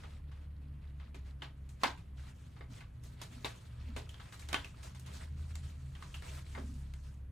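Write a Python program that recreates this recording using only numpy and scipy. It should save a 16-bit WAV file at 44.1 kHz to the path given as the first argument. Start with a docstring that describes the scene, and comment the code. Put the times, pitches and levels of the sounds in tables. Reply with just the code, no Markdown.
"""From the start a low hum glides down, while light taps and short rubbing strokes handle small things on a desk.
A hollow knock stands out near 1.8 s; from about 4 s the contacts crowd together, and they thin out after 6.5 s.
Taps are noise bursts with resonances, rubs are shaped noise with crackle, bumps are a low desk resonance.
The hum, like engines through a wall, is two gliding sets of sines; its deep part is highest near 5.5 s, then
sinks, as its upper part climbs again. Mains hum and filtered noise fill the small, dry room throughout."""
import sys
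import numpy as np
from scipy import signal
from scipy.fft import rfft, irfft, next_fast_len
from scipy.io import wavfile

SR = 44100
rng = np.random.default_rng(int(sys.argv[2]) if len(sys.argv) > 2 else 0)


def persist_wave(psi):
    """Save psi, clipped to +-1, as 16-bit WAV."""
    counts = np.round(np.clip(psi, -1, 1) * 32767).astype(np.int16)
    wavfile.write(sys.argv[1], SR, np.atleast_2d(counts).T)


N = 322490
TIME = np.arange(N) / SR
BANDS_HZ = 25 * 2 ** (np.arange(29) / 3)   # third-octave centres


# taps on small things: (t/s, relative level/dB, extra thud level/dB, extra treble level/dB,
# hardness: direct contact against room/dB, f of the touched spot/Hz, its tone level/dB)
TAPS = [(0.035, -49, -0.5, -18, -17, 1700, -18), (.315, -56.5, -19, -13, -4, 1770, -27),
        (.998, -55, -18, -20, 3, 1069, -16), (1.144, -52.5, 5.5, -6.5, -22, 2400, -7),
        (1.42, -41, -2.5, -15, -11, 3060, -6), (1.69, -65.5, 6, 8.5, -1, 7200, -5),
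        (1.834, -26, -6.5, -12, 7, 960, -5), (1.8422, -34.5, 5, -19, 3, 920, 2),
        (1.975, -59, 0, -4, -6, 2553, -3.5), (2.564, -54, -5, -21, -17, 1310, -18),
        (2.608, -51.5, 4, -31, 2, 2030, -4.5), (2.806, -50.5, -11, -13, -4, 2530, -10),
        (3.036, -70, -8, 15.5, 3, 5500, -18), (3.215, -47.5, 0, 3.5, 3, 1020, -6.5),
        (3.4456, -35.5, 2, -6, -10, 3730, -5), (3.963, -43, 8.5, -3, -6, 2570, -9),
        (4.091, -63.5, 4, 9, 5, 3100, 10), (4.142, -59, -11, -9, 10, 3240, 1),
        (4.198, -49, -26, -11.5, -5, 1390, -13), (4.257, -61, -10, -11, 7, 2400, -7),
        (4.323, -50.5, -18, -3, -3, 1560, -7), (4.343, -58.5, -15, -8, 11, 2930, -5.5),
        (4.394, -58, -10, 6.5, 0, 4167, -4.5), (4.422, -57, -15, -15, -2, 2210, -1),
        (4.487, -51, -3, 1.5, 9, 1990, -12), (4.529, -37.5, -4.5, -7.5, 13, 1490, -7),
        (4.543, -32, -4, -12, 10, 2957, -4), (4.645, -52.5, 1.5, 1, 1, 2620, 5.5),
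        (4.829, -55, -24, 6.5, -25, 2500, -17), (4.947, -53, -6, -2.5, -15, 2170, -21),
        (4.996, -71.5, -3, 17.5, 10, 8000, -7), (5.062, -61, -13, 8, 4, 3000, -10),
        (5.554, -60.5, -11, 3, 16.5, 7360, 6), (5.951, -57, -12, -10, 8, 3070, -2.5),
        (6.024, -50.5, -16, -10, 6, 1132, 2), (6.142, -49.5, -26, 0.5, -6, 2860, 2.5),
        (6.222, -60, 6, -1, 9.5, 1782, 2.5), (6.549, -43.5, -6, -38, 2.5, 1900, -7.5),
        (6.575, -43.5, 7.5, -49, -11, 1715, -14), (6.937, -64.5, -18, -2, 16.5, 1600, -3)]
# where thud, body, clack and treble levels apply: (f/Hz)
TAP_TILT_HZ = [480, 1150, 3200, 7500]
# colour common to all taps: (f/Hz, relative band level/dB)
TAP_COLOUR = [(200, -19.5), (310, -15.5), (420, -11), (600, -13), (800, -9.5), (1000, -9.5), (1250, -9),
              (1600, -10), (2100, -8.5), (3000, -8), (4200, -5), (5200, -10.5), (6300, -7.5), (8000, -9.5),
              (10000, -10.5), (12500, -8), (15000, -24)]
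# side from which the taps come: (f/Hz, left-over-right level/dB)
TAP_PAN = [(200, -2), (500, -1), (1200, -1), (3000, 0.8), (8000, 0)]
# left-right likeness of taps and room tone: (f/Hz, correlation, limited to -1..1)
FAR_LIKENESS = [(60, .999), (120, 0.99), (240, 0.7), (400, 0.35), (800, -0.27), (1400, 0.57), (2600, 0.8),
                (4500, 0.16), (8000, 0.98), (11000, -0.65), (14000, -0.87)]
CLACK_DB, CLACK_FOLLOWS = 0.5, 0.24   # around 3 kHz: lift, and share of the extra treble
ROOM_T60_S, LATE_T60_S, LATE_DB = 0.23, 0.96, -43


def taps(crack_t60=0.018, crack_db=-1, room_db=-4.0, snap_db=3, rise_s=0.0009, lump_db=2.5):
    """Each contact is a snap, a few milliseconds of crack and the room's lumpy answer."""
    s, db, thud_db, treble_db, hardness_db, _, _ = np.transpose(TAPS)
    clack_db = db + CLACK_DB + CLACK_FOLLOWS * treble_db
    levels = np.transpose([db + thud_db, db, clack_db, db + treble_db])
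    noise = reflections(rng.standard_normal((2, 2, N)))
    out = np.zeros((2, N))
    keep = np.exp(-1 / (rise_s * SR))   # the contact takes a moment to build up
    for k, hz in enumerate(BANDS_HZ[BANDS_HZ > 190]):
        own_db = [np.interp(np.log(hz), np.log(TAP_TILT_HZ), row) for row in levels]
        size = from_db(own_db + at_hz(TAP_COLOUR, hz))
        direct = size * from_db(hardness_db)
        crack = fade(clicks(s, (direct * from_db(crack_db)) ** 2), crack_t60)

        # a main decay and a faint longer one
        heard = clicks(s, (size * from_db(room_db)) ** 2)
        room = fade(heard, ROOM_T60_S) + fade(heard, LATE_T60_S) * from_db(LATE_DB) ** 2
        lumpy_room = room * flutter(lump_db, 110) ** 2
        envelope = signal.lfilter([1 - keep], [1, -keep], np.sqrt(crack + lumpy_room))

        # neighbouring bands snap with opposite sign
        impulse = clicks(s, direct * from_db(snap_db) * np.sqrt(SR / hz))
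        snap = (-1) ** k * third_octave(impulse, hz)
        burst = envelope * stereo_band(noise[k % 2], hz, FAR_LIKENESS)
        out += (snap + burst) * pan(at_hz(TAP_PAN, hz))
    return out


# lean of the tap tones: (f/Hz, left-over-right level/dB)
TONE_PAN = [(1000, -1.5), (3500, -0.5)]


def pitched_ticks(level_db=-2.5, width_hz=260, widening=0.13, crack_t60=0.022, tail_db=-9,
                  tail_t60=0.23, apart=0.8):
    """Each tap drives one broad resonance of the touched spot, and the room carries it on."""
    t = np.arange(int(.2 * SR)) / SR
    envelope = from_db(-60 * t / crack_t60) + from_db(tail_db - 60 * t / tail_t60)
    out = np.zeros((2, N + len(t)))
    for s, db, *_, hz, tone_db in TAPS:
        shared = rng.standard_normal(len(t))
        burst = envelope * (shared + apart * rng.standard_normal((2, len(t))))
        # higher resonances are broader; two equal stages in a row
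        t60 = np.log(1000) / (np.pi * (width_hz + widening * hz))
        tone = np.diff(ring(ring(burst, hz, t60), hz, t60), prepend=0)
        tone = tone / np.sqrt(np.mean(tone[:, t < .016] ** 2))   # unit power over its onset
        start = int(s * SR)
        gain = from_db(db + tone_db + level_db) * pan(at_hz(TONE_PAN, hz))
        out[:, start:start + len(t)] += tone * gain
    return out[:, :N]


# modes of the hollow object: (f/Hz, relative level/dB, t60/s, left-over-right level/dB)
OBJECT_MODES = [(277, -16.5, 0.35, 3), (687.4, -12.5, 0.2, -2), (740, -29, 0.13, 2),
                (818, -10.5, 0.19, -13.5), (911, -7, 0.087, 8), (976, -12.5, 0.25, -6),
                (1087, -18, 0.22, 1), (1139, -6, 0.15, 4), (1487, -9.5, 0.2, -1), (1584, -12.5, 0.24, 3),
                (1725, -10, .16, 4), (2090, -6.5, 0.14, 3), (2760, -22.5, 0.12, 22.5),
                (3150, -16, 0.078, 0), (3520, -23, .1, 19), (3720, -11.5, 0.092, 0), (4770, -17, .14, 3)]
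RING_PER_HARDNESS = 0.17   # harder contacts ring the object more (dB per dB)


def hollow_object(ring_db=-5, scatter_db=1, skew_cycles=0.042):
    """Every tap also rings the object's modes as decaying sines, each with a strength of its own."""
    s, db, _, _, hardness_db, _, _ = np.transpose(TAPS)
    strike_db = db + RING_PER_HARDNESS * hardness_db + ring_db
    out = np.zeros((2, N))
    for hz, mode_db, t60, pan_db in OBJECT_MODES:
        sizes = from_db(strike_db + mode_db + scatter_db * rng.standard_normal(len(s)))
        skew = rng.choice([-1, 1]) * skew_cycles
        for side, sign in enumerate((1, -1)):
            path_s = (1 + sign * skew) / hz   # each mode reaches left and right out of step
            out[side] += from_db(sign * pan_db / 2) * ring(clicks(s + path_s, sizes), hz, t60)
    return out


# rubbing strokes: (start t/s, length/s, relative scrape level/dB, relative hiss level/dB)
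STROKES = [(0, 0.17, -64, -68), (0.367, .07, -71.5, -82), (0.842, 0.05, -69.5, -85),
           (1.015, 0.053, -66, -90), (1.273, 0.037, -67, -73), (1.429, .008, -67, -78),
           (1.828, .02, -59.5, -63.5), (2.199, 0.11, -63, -64), (2.374, 0.27, -72.5, -70.5),
           (2.728, 0.056, -62.5, -59.5), (3.05, 0.087, -71, -65), (3.213, 0.015, -60, -69),
           (3.334, 0.25, -64, -60.5), (3.617, 0.12, -71, -68.5), (3.79, 0.3, -67.5, -78),
           (4.341, 0.12, -74, -61), (4.518, 0.032, -52.5, -72), (4.643, .015, -63, -70),
           (4.792, 0.019, -64, -67), (4.838, .04, -60.5, -60), (5.08, 0.038, -56.5, -75),
           (5.143, 0.036, -61, -53), (5.217, 0.027, -58, -59.5), (5.404, 0.17, -69, -67),
           (5.564, 0.15, -67.5, -65.5), (5.971, .23, -66, -64.5), (6.14, 0.017, -68, -63),
           (6.246, 0.043, -55, -57.5), (6.306, 0.084, -56.5, -55), (6.473, 0.12, -62.5, -60.5),
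           (6.63, 0.16, -70.5, -62.5), (6.969, 0.18, -79, -66.5)]
# light sliding contact between strokes: (t/s, relative scrape level/dB, relative hiss level/dB)
SLIDING = [(0, -75, -85.5), (2.95, -79.5, -82), (3.2, -71.5, -84), (4.3, -66, -67.5), (5.5, -72, -73),
           (6.5, -73.5, -68), (7.1, -74, -74.5), (7.31, -87, -89)]
STROKE_ATTACK_S, STROKE_RELEASE_S = .025, 0.023   # time from the held level to 1/e
STROKE_SAG_DB_PER_S = 16.5   # pressure eases along a stroke


def rub_strength():
    """Gains of scrape and hiss: each stroke swells, sags and dies away above the light sliding contact."""
    power = from_db(in_time(SLIDING)) ** 2
    for start, length, scrape_db, hiss_db in STROKES:
        early = np.maximum(start - TIME, 0)
        late = np.maximum(TIME - start - length, 0)
        decay = (early / STROKE_ATTACK_S) ** 2 + late / STROKE_RELEASE_S
        envelope = np.exp(-np.minimum(decay, 20))
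        sag_db = STROKE_SAG_DB_PER_S * np.clip(TIME - start, 0, length)
        power = power + (from_db([scrape_db - sag_db, hiss_db - sag_db]) * envelope) ** 2
    return np.sqrt(power)


# colour of the rubbing: (f/Hz, relative band level/dB)
RUB_COLOUR = [(350, -13.5), (600, -7.5), (1200, -10), (2200, -9), (4200, -7.5), (5400, -11.5), (7500, -8.5),
              (10000, -14), (12500, -2), (15000, -34)]
# left-right likeness of the rubbing: (f/Hz, correlation, limited to -1..1)
NEAR_LIKENESS = [(300, 1), (700, -0.8), (1300, 0.57), (2400, 0.81), (4400, 0.26), (8000, 1), (11000, -0.68),
                 (14000, -1.15)]


def rubbing(scrape, hiss, level_db=-0.66, catch_db=2.0, patchy_db=2.5):
    """Surfaces slide with a dry hiss under uneven pressure; the treble follows its own strength."""
    friction = reflections(rng.standard_normal((2, 2, N)), strength=0.15)
    out = 0
    for k, hz in enumerate(BANDS_HZ[BANDS_HZ > 300]):
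        treble = np.clip(at_hz([(2800, 0.11), (6000, 0.88)], hz), 0, 1)   # share of hiss
        strength = (1 - treble) * scrape + treble * hiss
        gain = strength * from_db(at_hz(RUB_COLOUR, hz)) * flutter(patchy_db, 45)
        out = out + gain * stereo_band(friction[k % 2], hz, NEAR_LIKENESS)
    return out * from_db(level_db) * flutter(catch_db, 45)


def crackle(scrape, hiss, level_db=3.5, per_s=240, cycles=16, spread_db=3, count=16):
    """While surfaces slide, small catches make dry specks: short rings at many pitches."""
    out = np.zeros((2, N))
    for hz in np.geomspace(1200, 7500, count):
        born = np.flatnonzero(rng.random(N) < per_s / count / SR)
        strength = (scrape if hz < 4800 else hiss)[born]
        extra_db = spread_db * np.minimum(rng.exponential(1, len(born)), 3)
        sizes = strength * from_db(level_db + extra_db)
        for side in range(2):
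            uneven = sizes * rng.uniform(.2, 1.4, len(born))
            out[side] += ring(clicks(born / SR, uneven), hz, cycles / hz)
    return out


# soft bumps of the desk top: (centre t/s, level/dB, Gaussian spread/s)
BUMPS = [(0.652, -65, 0.089), (1.173, -55, 0.019), (2.713, -54, 0.0094), (3.328, -52.5, 0.013),
         (3.38, -59.5, 0.019), (3.899, -51, 0.03), (5.193, -71, 0.13), (6.609, -48.5, .035),
         (6.714, -50, 0.033)]
DESK_HZ, DESK_T60_S = 244.4, 0.05   # the t60 is that of each of two stages


def desk_bumps():
    """Soft pushes stir only the desk top's low resonance, as noise through two ringing stages."""
    push = sum(from_db(db) * np.exp(-.5 * ((TIME - s) / spread) ** 2) for s, db, spread in BUMPS)
    stirred = ring(rng.standard_normal(N), DESK_HZ, DESK_T60_S)
    return push * rms_one(ring(stirred, DESK_HZ, DESK_T60_S))


# deep drone: (t/s, f/Hz, relative level/dB)
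DEEP_DRONE = [(0, 74, -54), (.3, 71.36, -49.5), (.75, 71.34, -50.5), (1.19, 66.5, -49), (1.6, 68, -56),
              (2.25, 67.5, -51.5), (2.75, 66.4, -61.5), (3.55, 71.5, -63), (3.92, 71.88, -45),
              (4.25, 70.64, -65), (4.5, 71.5, -46), (4.77, 72.73, -67), (5, 74.7, -52.5),
              (5.52, 77.35, -45.5), (6.15, 74.6, -52), (6.5, 71.14, -48), (6.86, 68.4, -43.5),
              (7.31, 67.6, -50.5)]
# upper drone, slowing and picking up again: (t/s, f/Hz, relative level/dB)
UPPER_DRONE = [(0, 142.8, -62), (1.1, 140.6, -61.5), (1.8, 132.4, -61), (2.4, 126.4, -58),
               (3.85, 116.8, -58.5), (4.45, 118.8, -63), (5.1, 128.2, -55.5), (7.31, 138.7, -62)]
# engine orders of the deep drone: (multiple of its f, relative level/dB)
DEEP_ORDERS = [(.5, -12), (1, 0), (2, -18.5)]
# engine orders of the upper drone: (multiple of its f, relative level/dB)
UPPER_ORDERS = [(.5, -1), (.75, -16), (1, 1), (1.25, -9), (1.5, -12), (2, -17)]


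def drone(curve, orders, level_db, waver_db):
    """A few low engine orders that glide together and waver in strength."""
    hz, db = in_time(curve)
    phase = 2 * np.pi * np.cumsum(hz) / SR
    lines = 0
    for multiple, order_db in orders:
        sine = np.sin(multiple * phase + rng.uniform(0, 2 * np.pi))
        lines = lines + from_db(order_db) * flutter(waver_db, 14) * sine
    return np.sqrt(2) * from_db(db + level_db) * lines


# faint mains hum: (f/Hz, RMS level/dB)
MAINS = [(100, -69.5), (300, -81.5)]


def mains_hum():
    """Mains hum as steady sines."""
    return sum(np.sqrt(2) * from_db(db) * np.sin(2 * np.pi * hz * TIME) for hz, db in MAINS)


# still room: (f/Hz, relative band level/dB)
ROOM_TONE = [(25, -92), (37, -60), (48, -68.5), (65, -58.5), (85, -57), (130, -61.5), (180, -68.5),
             (250, -73.5), (330, -78), (500, -79.5), (1000, -81.5), (3000, -88), (6000, -107), (12500, -80),
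             (13500, -114)]
# slow swell of the rumble: (t/s, relative level/dB)
RUMBLE_SWELL = [(0, -2), (3, -1), (5, -0.5), (6.2, -1), (7.3, 0)]


def room_tone():
    """Spectrum-shaped noise: far rumble that slowly swells, under a faint steady hiss."""
    size = next_fast_len(N)
    hz = np.maximum(np.fft.rfftfreq(size, 1 / SR), 1)
    mid, side = rfft(rng.standard_normal((2, size)))
    air = mid_side(mid, side, at_hz(FAR_LIKENESS, hz))
    band_width = np.maximum(hz, 25) * (2 ** (1 / 6) - 2 ** (-1 / 6))   # third octave
    air = air * from_db(at_hz(ROOM_TONE, hz)) * np.sqrt(SR / band_width) / 2
    rumble, hiss = (irfft(air * part, size)[:, :N] for part in (hz < 180, hz >= 180))
    return rumble * from_db(in_time(RUMBLE_SWELL)[0]) + hiss


def from_db(db):
    """Decibels to gain."""
    return 10 ** (np.asarray(db) / 20)


def rms_one(x):
    """Scale to unit power."""
    return x / np.sqrt(np.mean(x ** 2) + 1e-20)


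def in_time(rows):
    """Each column of a curve, sample by sample."""
    s, *columns = np.transpose(rows)
    return [np.interp(TIME, s, c) for c in columns]


def at_hz(points, hz):
    """Read a spectrum on a log-frequency axis."""
    f, value = np.transpose(points)
    return np.interp(np.log(hz), np.log(f), value)


def pan(db):
    """Left and right gains that differ by db."""
    return from_db(db * np.array([[.5], [-.5]]))


def third_octave(x, hz):
    """Band-pass a third of an octave wide."""
    edges = hz * 2 ** (np.array([-1, 1]) / 6)
    return signal.sosfilt(signal.butter(2, edges, "band", fs=SR, output="sos"), x + 1e-18)


def mid_side(mid, side, likeness):
    """Two unrelated signals become left and right with the given correlation."""
    alike = np.clip(likeness, -1, 1)
    return np.sqrt(1 + alike) * mid + np.sqrt(1 - alike) * side * np.array([[1], [-1]])


def stereo_band(pair, hz, likeness):
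    """One stereo band of unit power, as alike left and right as that pitch is."""
    mid, side = third_octave(pair, hz)
    return rms_one(mid_side(mid, side, at_hz(likeness, hz)))


def clicks(times, sizes):
    """Single-sample impulses."""
    return np.bincount((times * SR).astype(int), sizes, N)[:N]


def fade(energy, t60):
    """Energy that dies by 60 dB in t60."""
    return signal.lfilter([1], [1, -10 ** (-6 / (t60 * SR))], energy + 1e-22)


def ring(x, hz, t60):
    """Two-pole resonator: a unit click sets a decaying sine of starting height 1 ringing."""
    r, w = from_db(-60 / (t60 * SR)), 2 * np.pi * hz / SR
    return signal.lfilter([0, np.sin(w)], [1, -2 * r * np.cos(w), r * r], x + 1e-18)


def reflections(x, strength=0.19):
    """Bounces off the desk and nearby things comb the spectrum."""
    for delay_s in (.0031, .0047, .0079):
        x = x + strength * np.roll(x, int(delay_s * SR), axis=-1)
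    return x


def flutter(spread_db, per_s):
    """A gain that wanders around 1, with per_s random turning points a second."""
    knots = from_db(spread_db * rng.standard_normal(int(8 * per_s) + 2))
    return np.interp(TIME * per_s, np.arange(len(knots)), knots)


def scene():
    """Handling sounds over the hum and the still room."""
    scrape, hiss = rub_strength()
    contacts = taps() + pitched_ticks() + hollow_object()
    sliding = rubbing(scrape, hiss) + crackle(scrape, hiss)
    bumps = desk_bumps() * pan(-1.8)
    deep = drone(DEEP_DRONE, DEEP_ORDERS, level_db=1.5, waver_db=1.6)
    upper = drone(UPPER_DRONE, UPPER_ORDERS, level_db=-0.5, waver_db=4.0)
    return contacts + sliding + bumps + deep + upper + mains_hum() + room_tone()


def record(dry):
    """The top is cut steeply above 16 kHz by an elliptic low-pass."""
    return signal.sosfilt(signal.ellip(10, .1, 80, 16000, fs=SR, output="sos"), dry)


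dry = scene()
out = record(dry)
persist_wave(out)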